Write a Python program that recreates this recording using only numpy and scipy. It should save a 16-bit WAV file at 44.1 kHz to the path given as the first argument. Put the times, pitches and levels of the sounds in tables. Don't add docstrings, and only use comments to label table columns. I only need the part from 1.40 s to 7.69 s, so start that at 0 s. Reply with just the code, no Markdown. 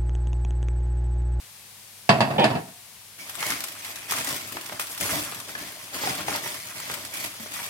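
import sys
import numpy as np
from scipy import signal
from scipy.fft import rfft, irfft, next_fast_len
from scipy.io import wavfile
from scipy.ndimage import uniform_filter1d

SR = 44100
rng = np.random.default_rng(int(sys.argv[2]) if len(sys.argv) > 2 else 0)


def file_out(sig):
    cols = np.atleast_2d(sig).T
    lim = np.clip(cols, -1, 1)
    pcm = np.round(lim * 32767).astype(np.int16)
    wavfile.write(sys.argv[1], SR, pcm)


N = 277389
TIME = np.arange(N) / SR

# frequency_hz, level_db
HISS_SPECTRUM = [(20, -28), (30, -10), (60, -18), (95, -16), (130, -9.5), (280, -18.5), (600, -15),
                 (1000, -12.5), (1300, -15), (2200, -10.5), (5000, -11), (7000, -12.5), (9500, -10.5),
                 (13000, -13), (16000, -20.5)]
# pitch_hz, level_db
HUM_TONES = [(101, -66), (200, -72.5)]
# start_s, level_db, cutoff_hz, bass_db
LID_BLOWS = [(0.692, -10.5, 5000, 0.5), (0.8063, -16.5, 5830, -3.5), (0.904, -27.5, 1200, 2),
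             (0.984, -27, 700, 10), (.9965, -25.5, 7000, -5), (1.0422, -17.5, 10100, 0),
             (1.104, -29, 4500, 5), (1.153, -28.5, 2200, 6), (1.28, -44, 980, -23)]
# pitch_hz, level_db, ring_s
LID_TONES = [(124.6, -11.5, 0.54), (145.9, -7.5, 0.29), (207, 0, 0.12), (255, -13.5, 0.097),
             (314, -18, 0.15), (385, -13, 0.15), (446, -12.5, .18), (554, -18, 0.17), (661, 2.5, 0.17),
             (713, -2.5, 0.33), (736, -26, 0.18), (821, 0, 0.053), (860, -13, 0.18), (938, -9, 0.25),
             (1001, -9, 0.26), (1113, -10.5, 0.12), (1300, -11, .16), (1660, -6, 0.095), (1746, -6, 0.14),
             (1880, -4.5, 0.15), (2000, -33, .15), (2600, -3.5, 0.13), (2680, -3, 0.11), (3370, -22, .14),
             (4480, -6, 0.1), (4650, -11.5, 0.14), (4970, -10.5, 0.12), (5960, -22, .06), (7160, -24, .07)]
# frequency_hz, level_db
CLATTER_SPECTRUM = [(40, -16), (80, -22), (130, -7), (220, 0.5), (480, -5), (750, 3.5), (1300, -4.5),
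                    (2600, -5.5), (4900, -5.5), (5800, -15.5), (9500, -16), (15000, -38)]
# frequency_hz, ring_s
CLATTER_RING_TIMES = [(100, 0.25), (700, 0.19), (2500, 0.16), (5000, 0.07), (12000, 0.14)]
# pitch_hz, level_db, ring_s
RIM_TONES = [(213, -18, 0.091), (370, -7, 0.115), (494, -31, 0.043), (560, -2, 0.078), (600, -3.5, 0.12),
             (706, -20, 0.036), (774, 9, 0.057), (836, -13, 0.049), (906, -4, 0.19), (2500, 4, 0.0092),
             (2950, 5.5, 0.0076), (3530, 8, 0.0041)]
# start_s, rise_s, hold_s, fade_s, crackle_db, flex_db, fizz_db
FOIL_PULLS = [(1.948, 0.091, 0.078, .08, -33.5, -7, -2), (2.43, 0.026, 0.05, 0.024, -42, -9, 0),
              (2.68, 0.019, 0.096, 0.076, -32.5, -8.5, -2), (2.856, 0.014, 0.036, 0.12, -34.5, -2.5, -1.5),
              (3.111, 0.013, 0.04, 0.029, -45, 2.5, 0), (3.309, 0.013, .01, 0.049, -44, 4.5, -3),
              (3.391, 0.0055, 0.021, 0.027, -38, -20, 4), (3.488, 0.0083, 0.032, 0.036, -43, -6, 5.5),
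              (3.597, 0.0096, 0.17, 0.099, -32.5, -3, 0), (3.706, 0.039, 0.017, 0.015, -36, 7.5, -6),
              (3.9, 0.014, 0.066, 0.036, -47, -3, -9), (4.072, 0.0088, 0.017, 0.036, -40, -2, -3),
              (4.173, 0.028, 0.05, 0.056, -39.5, -3.5, -3.5), (4.518, 0.029, 0.025, 0.032, -35, -3, -2.5),
              (4.594, 0.031, 0.092, 0.056, -31.5, -4.5, -3.5), (4.764, 0.018, .005, 0.062, -32.5, -1, -15),
              (4.865, 0.018, 0.052, 0.075, -34.5, -2, -2), (4.914, 0.027, 0.0065, 0.031, -30, -4, -11.5),
              (5.021, 0.011, 0.056, 0.18, -37.5, -9.5, -0.5), (5.344, 0.02, 0.14, .06, -40, -10, -3),
              (5.468, 0.035, 0.022, 0.098, -37.5, -2.5, -6), (5.724, 0.015, 0.12, 0.028, -39, -6, 0.5),
              (5.832, 0.014, .01, 0.016, -36.5, -16, -1), (5.998, .015, .01, .04, -46, -2, 4.5),
              (6.105, 0.013, 0.12, 0.084, -39, -8.5, -0.5)]
# frequency_hz, level_db
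CREASE_SPECTRUM = [(200, -42), (600, -9.5), (1000, -7), (1400, -4), (2000, -5.5), (3200, -5.5),
                   (4200, -7.5), (7000, -8), (9300, -7), (10500, -9.5), (12600, -7), (16000, -14.5)]
# frequency_hz, level_db
SHEET_SPECTRUM = [(20, -42), (50, -7.5), (90, -1), (145, 4.5), (185, 0.5), (230, 2), (320, 4.5), (480, -5),
                  (600, 5.5), (800, -2), (1100, -2), (1600, -18), (3000, -13.5)]
# start_s, hold_s, pitch_hz, level_db
TAUT_SCRAPES = [(1.782, .02, 2300, -44.5), (1.989, 0.13, 2120, -37.5), (2.42, 0.33, 2500, -51),
                (5.72, .11, 2330, -42.5), (6.13, .15, 2370, -49)]
# start_s, level_db, left_over_right_db
CREASE_SNAPS = [(1.894, -20, 2), (1.952, -24, 10), (2.0636, -15.5, 0), (2.1023, -12, 1), (2.2044, -18, 0),
                (2.238, -16, .5), (2.283, -22, -3), (2.3196, -25, -1), (2.422, -28, -1), (2.446, -22, -1.5),
                (2.557, -21.5, 2.5), (2.708, -11.5, -2), (2.7215, -15, 5), (2.7824, -18, -6),
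                (2.8445, -16, -2), (2.8883, -17.5, 8), (2.9417, -20, 1), (2.9627, -18, 0),
                (3.122, -21.5, 1), (3.21, -24, -1), (3.259, -22.5, 0), (3.395, -14, -2), (3.469, -22, 1),
                (3.576, -19, 1), (3.609, -17.5, 9), (3.795, -23, 7), (3.945, -22, 2), (3.9995, -22.5, 2),
                (5.5386, -16.5, 2.5), (5.649, -20.5, -3), (5.77, -24, -9), (5.8407, -20, -12),
                (6.2267, -36, -11)]
# start_s,
# level_db, pitch_hz, fade_cycles
PANEL_POPS = [(2.0273, -13, 1870, 1.7), (2.121, -15, 2060, 4), (2.721, -15, 1120, 3.1),
              (3.169, -17, 960, 1.6), (3.295, -21, 1300, 2), (3.3227, -22, 625, 1.1),
              (3.396, -19, 1370, 4.6), (3.733, -22, 136, 1.7), (3.757, -26.5, 301, 5.7),
              (3.921, -20, 765, 0.98), (4.151, -19.5, 1730, 13), (4.635, -16.5, 848, 6),
              (4.673, -14.5, 764, 7.7), (4.8824, -12, 820, 3.5), (4.95, -17, 910, 4), (5.06, -21, 953, 5.5),
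              (5.499, -19.5, 600, 0.57), (5.998, -30, 216, 3.2), (6.06, -27, 696, 1.6)]
# frequency_hz, ring_s
KITCHEN_RING_TIMES = [(120, 0.39), (600, 0.33), (3000, 0.35), (8000, 0.42), (15000, 0.24)]
# frequency_hz, likeness
STEREO_LIKENESS = [(60, 0.62), (140, 1), (300, 0.78), (650, 0.7), (1400, 0.34), (3000, 0.11), (15000, 0.09)]

FOIL_START_S = 1.78


def amp(db):
    return 10 ** (np.asarray(db) / 20)


def unit_rms(x):
    return x / np.sqrt(np.mean(x ** 2) + 1e-20)


def look_up(table, hz):
    frequencies, values = np.transpose(table)
    return np.interp(np.log(hz + 1), np.log(frequencies), values)


def add(mix, start_s, sound):
    part = mix[:, round(start_s * SR):][:, :sound.shape[1]]
    part += sound[:, :part.shape[1]]


def panned(db):
    return amp(np.array([[db], [-db]]) / 2)


def aside(x, lead_s):
    size = 2 * next_fast_len(N)
    delay = np.exp(-2j * np.pi * np.fft.rfftfreq(size, 1 / SR) * lead_s)
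    return np.array([x[0], irfft(rfft(x[1], size) * delay)[:N]])


def convolved(x, response):
    return signal.oaconvolve(np.atleast_2d(x), response, axes=1)[:, :N]


def lowpass(x, hz, order=2):
    return signal.lfilter(*signal.butter(order, hz, fs=SR), x)


def highpass(x, hz, order=2):
    return signal.lfilter(*signal.butter(order, hz, "high", fs=SR), x)


def coloured(x, spectrum, size=2048):
    log_gain = np.log(amp(look_up(spectrum, abs(np.fft.fftfreq(size, 1 / SR)))))
    response = np.exp(np.conj(signal.hilbert(log_gain)))
    taps = np.fft.ifft(response).real[:size // 2]
    return convolved(x, taps[None] / np.linalg.norm(taps))


def stereo_noise(size, tint_db=0, bands=40):
    hz = np.fft.rfftfreq(size, 1 / SR)
    tint = np.interp(np.sqrt(hz), np.linspace(0, np.sqrt(SR / 2), bands), rng.standard_normal(bands))
    left, unrelated = rfft(rng.standard_normal((2, size))) * unit_rms(amp(tint_db * tint))
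    likeness = look_up(STEREO_LIKENESS, hz)
    right = likeness * left + np.sqrt(1 - likeness ** 2) * unrelated
    return irfft(np.array([left, right]), size)


def fading_noise(ring_times, size=SR // 2):
    spectrum = rfft(stereo_noise(size))
    hz, t = np.fft.rfftfreq(size, 1 / SR), np.arange(size) / SR
    centres, rings_s = np.transpose(ring_times)
    bands = [np.interp(np.log(hz + 1), np.log(centres), row) for row in np.eye(len(centres))]
    return sum(irfft(spectrum * band, size) * np.exp(-np.log(1000) * t / ring_s)
               for band, ring_s in zip(bands, rings_s))


def ringing(tones, spread_db, detune=0.0063, size=SR // 2):
    hz, db, ring_s = np.transpose(tones)
    weight, phase, side, shift = rng.standard_normal((4, len(hz)))
    step = np.exp((2j * np.pi * hz * (1 + detune * shift) - np.log(1000) / ring_s) / SR)
    waves = np.cumprod(np.broadcast_to(step[:, None], (len(hz), size)), axis=1)
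    apart = np.exp(.5j * np.sign(side) * np.arccos(look_up(STEREO_LIKENESS, hz)))
    strength = amp(db + spread_db * weight) * np.exp(1j * phase)
    return (np.array([strength * apart, strength / apart]) @ waves).imag


def stroke(start_s, rise_s, hold_s, fade_s):
    t = TIME - start_s
    return np.clip(t / rise_s, 0, 1) * np.exp(-np.clip((t - rise_s - hold_s) / fade_s, 0, 20))


def hiss_and_hum(hiss_db=-46.5):
    hum = sum(amp(db) * np.sqrt(2) * np.sin(2 * np.pi * (hz * TIME + rng.random()))
              for hz, db in HUM_TONES)
    hiss = unit_rms(coloured(stereo_noise(N), HISS_SPECTRUM))
    return amp(hiss_db) * hiss * panned(2.6) + hum


def lid_contacts(rocks=16, rock_every_s=.03, jitter_s=.004, fade_db_per_s=9.5):
    rebounds = [(start_s + .007, db - 5, 2200, bass_db + 5) for start_s, db, _, bass_db in LID_BLOWS]
    times = rock_every_s * np.arange(rocks) + jitter_s * rng.standard_normal(rocks)
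    rocking = [(.724 + t, -27.5 - fade_db_per_s * t, 1120, 5.5) for t in times]
    return list(LID_BLOWS) + rebounds + rocking


def lid_knocks(tones_db=-4, clatter_db=1, bass_hz=280):
    out = np.zeros((2, N))
    for start_s, db, cutoff_hz, bass_db in lid_contacts():
        clatter = coloured(fading_noise(CLATTER_RING_TIMES), CLATTER_SPECTRUM)[:, :SR // 2]
        blow = amp(tones_db) * ringing(LID_TONES, spread_db=1.5) + amp(clatter_db) * clatter
        bass = lowpass(blow, bass_hz, order=1)
        blow = (blow - bass) * panned(-1.5) + amp(bass_db) * bass
        add(out, start_s, amp(db) * lowpass(blow, cutoff_hz, order=1))
    return highpass(out, 95, order=4)


def rim_judder(slips_per_s=420, level_db=-17.5):
    wobble = unit_rms(uniform_filter1d(rng.standard_normal(N), 90))
    slips_so_far = np.floor(np.cumsum(slips_per_s * np.exp(.5 * wobble)) / SR)
    slips = np.diff(slips_so_far, prepend=0) * rng.uniform(0.46, 1, N)
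    scrape = convolved(slips - slips.mean(), ringing(RIM_TONES, spread_db=0.5))
    scrape = highpass(lowpass(scrape, 4300), 140)
    scrape /= np.sqrt(uniform_filter1d((scrape ** 2).mean(0), 500) + 1e-9)
    pressure = stroke(start_s=.9815, rise_s=0.0014, hold_s=0.06, fade_s=0.0097)
    return amp(level_db) * scrape * pressure * panned(-2)


def crackle(flips_per_s, spread_db, tick_s, facets=18, runs_per_s=110):
    t = np.arange(SR // 40) / SR
    run_number = np.cumsum(rng.random(N) < runs_per_s / SR)
    sizes = amp(spread_db * np.minimum(rng.exponential(1, N), 4))
    flips = sizes * (rng.random(N) < flips_per_s / SR) * rng.choice([-1, 1], N)
    which_facet = (rng.integers(0, facets, N)[run_number] + rng.integers(0, 2, N)) % facets
    out = np.zeros((2, N))
    for facet in range(facets):
        tick = unit_rms(stereo_noise(len(t), tint_db=2.5) * np.exp(-t / tick_s))
        out += convolved(flips * (which_facet == facet), tick * panned(0.73 * rng.standard_normal()))
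    return unit_rms(out)


def foil_rustle(crackle_gain, fizz_gain, flex_gain, split_hz=5700, flicker_s=.022):
    creases = coloured(crackle(flips_per_s=2300, spread_db=0, tick_s=0.0011), CREASE_SPECTRUM)
    coarse = unit_rms(lowpass(creases, split_hz, order=3))
    fine = unit_rms(highpass(creases, split_hz, order=3))
    sheet = unit_rms(coloured(crackle(flips_per_s=900, spread_db=3, tick_s=0.0065), SHEET_SPECTRUM))
    flicker = np.interp(TIME / flicker_s, np.arange(1000), rng.standard_normal(1000))
    return (crackle_gain * coarse * amp(0.5 * flicker)
            + fizz_gain * fine * amp(1.44 * flicker)
            + flex_gain * sheet)


def taut_foil(width_hz=220, rise_s=0.014, fade_s=0.019):
    scrape = stereo_noise(N)
    out = np.zeros((2, N))
    for start_s, hold_s, hz, db in TAUT_SCRAPES:
        pole = np.exp((2j * np.pi * hz - np.pi * width_hz) / SR)
        ring = signal.lfilter([1], [1, -2 * pole, pole * pole], scrape).real
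        out += amp(db) * stroke(start_s, rise_s, hold_s, fade_s) * unit_rms(ring)
    return out


def stray_snaps(crackle_gain, count=45, boost_db=15.5, spread_db=0.5):
    times = FOIL_START_S + (N / SR - FOIL_START_S) * (np.arange(count) + rng.random(count)) / count
    size, pan_db = rng.standard_normal((count, 2)).T
    pull_db = 20 * np.log10(np.interp(times, TIME, crackle_gain) + 1e-9)
    return list(zip(times, pull_db + boost_db + spread_db * size, pan_db))


def crease_snaps(crackle_gain, rise_s=0.0011, fade_s=0.0074, roughness_db=3):
    out, t = np.zeros((2, N)), np.arange(SR // 12) / SR
    envelope = (1 - np.exp(-t / rise_s)) * np.exp(-t / fade_s)
    for start_s, db, pan_db in stray_snaps(crackle_gain) + list(CREASE_SNAPS):
        noise = stereo_noise(len(t), tint_db=3)
        spikes = amp(roughness_db * np.minimum(rng.exponential(1, len(t)), 4))
        add(out, start_s, amp(db) * panned(pan_db) * unit_rms(noise * spikes) * envelope)
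    return amp(-6) * highpass(coloured(out, CREASE_SPECTRUM), 1200, order=1)


def panel_pops(gain_db=-3, rattle_db=-5, rattle_s=0.0042):
    out, t = np.zeros((2, N)), np.arange(SR // 8) / SR
    for start_s, db, hz, cycles in PANEL_POPS:
        stereo_phase = np.arccos(look_up(STEREO_LIKENESS, hz)) * np.array([[.5], [-.5]])
        envelope = (1 - np.exp(-2 * hz * t)) * np.exp(-hz * t / cycles)
        panel = np.sin(2 * np.pi * hz * t + stereo_phase) * envelope
        noise = highpass(lowpass(stereo_noise(len(t)), hz + 1300), hz / 3)
        rattle = unit_rms(noise) * np.exp(-t / rattle_s)
        add(out, start_s, amp(db + gain_db) * (panel + amp(rattle_db) * rattle))
    return highpass(out, 110)


def kitchen(x, echo_db, build_s=0.0035):
    tail = fading_noise(KITCHEN_RING_TIMES)
    t = np.arange(tail.shape[1]) / SR
    tail *= 1 - np.exp(-(t / build_s) ** 2)
    return x + amp(echo_db) * convolved(x, tail / np.linalg.norm(tail[0]))


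def pull_strength(handling_db=(-45, -47.5, -53), rise_s=0.0062):
    handling = np.clip((TIME - FOIL_START_S) / rise_s, 0, 1)
    power = np.outer(amp(handling_db), handling) ** 2
    for *timing, db, flex_db, fizz_db in FOIL_PULLS:
        power += np.outer(amp([db, db + fizz_db, db + flex_db]), stroke(*timing)) ** 2
    return np.sqrt(power)


def scene():
    lid = kitchen(aside(lid_knocks() + rim_judder(), lead_s=-0.00018), echo_db=-10.5)
    crackle_gain, fizz_gain, flex_gain = pull_strength()
    peeling = foil_rustle(crackle_gain, fizz_gain, flex_gain) + taut_foil() + crease_snaps(crackle_gain)
    foil = kitchen(peeling, echo_db=-7.5) + kitchen(panel_pops(), echo_db=-4.5)
    return lid + aside(foil, lead_s=.00012) + hiss_and_hum()


def record(dry, treble_hz=6500, left_brighter_db=2, top_hz=16050):
    low = lowpass(dry, treble_hz, order=1)
    rounded = np.tanh(low + (dry - low) * panned(left_brighter_db))
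    top_cut = signal.firwin(511, top_hz, window=("kaiser", 9), fs=SR)
    return signal.oaconvolve(rounded, top_cut[None], "same")


dry = scene()
out = record(dry)
file_out(out)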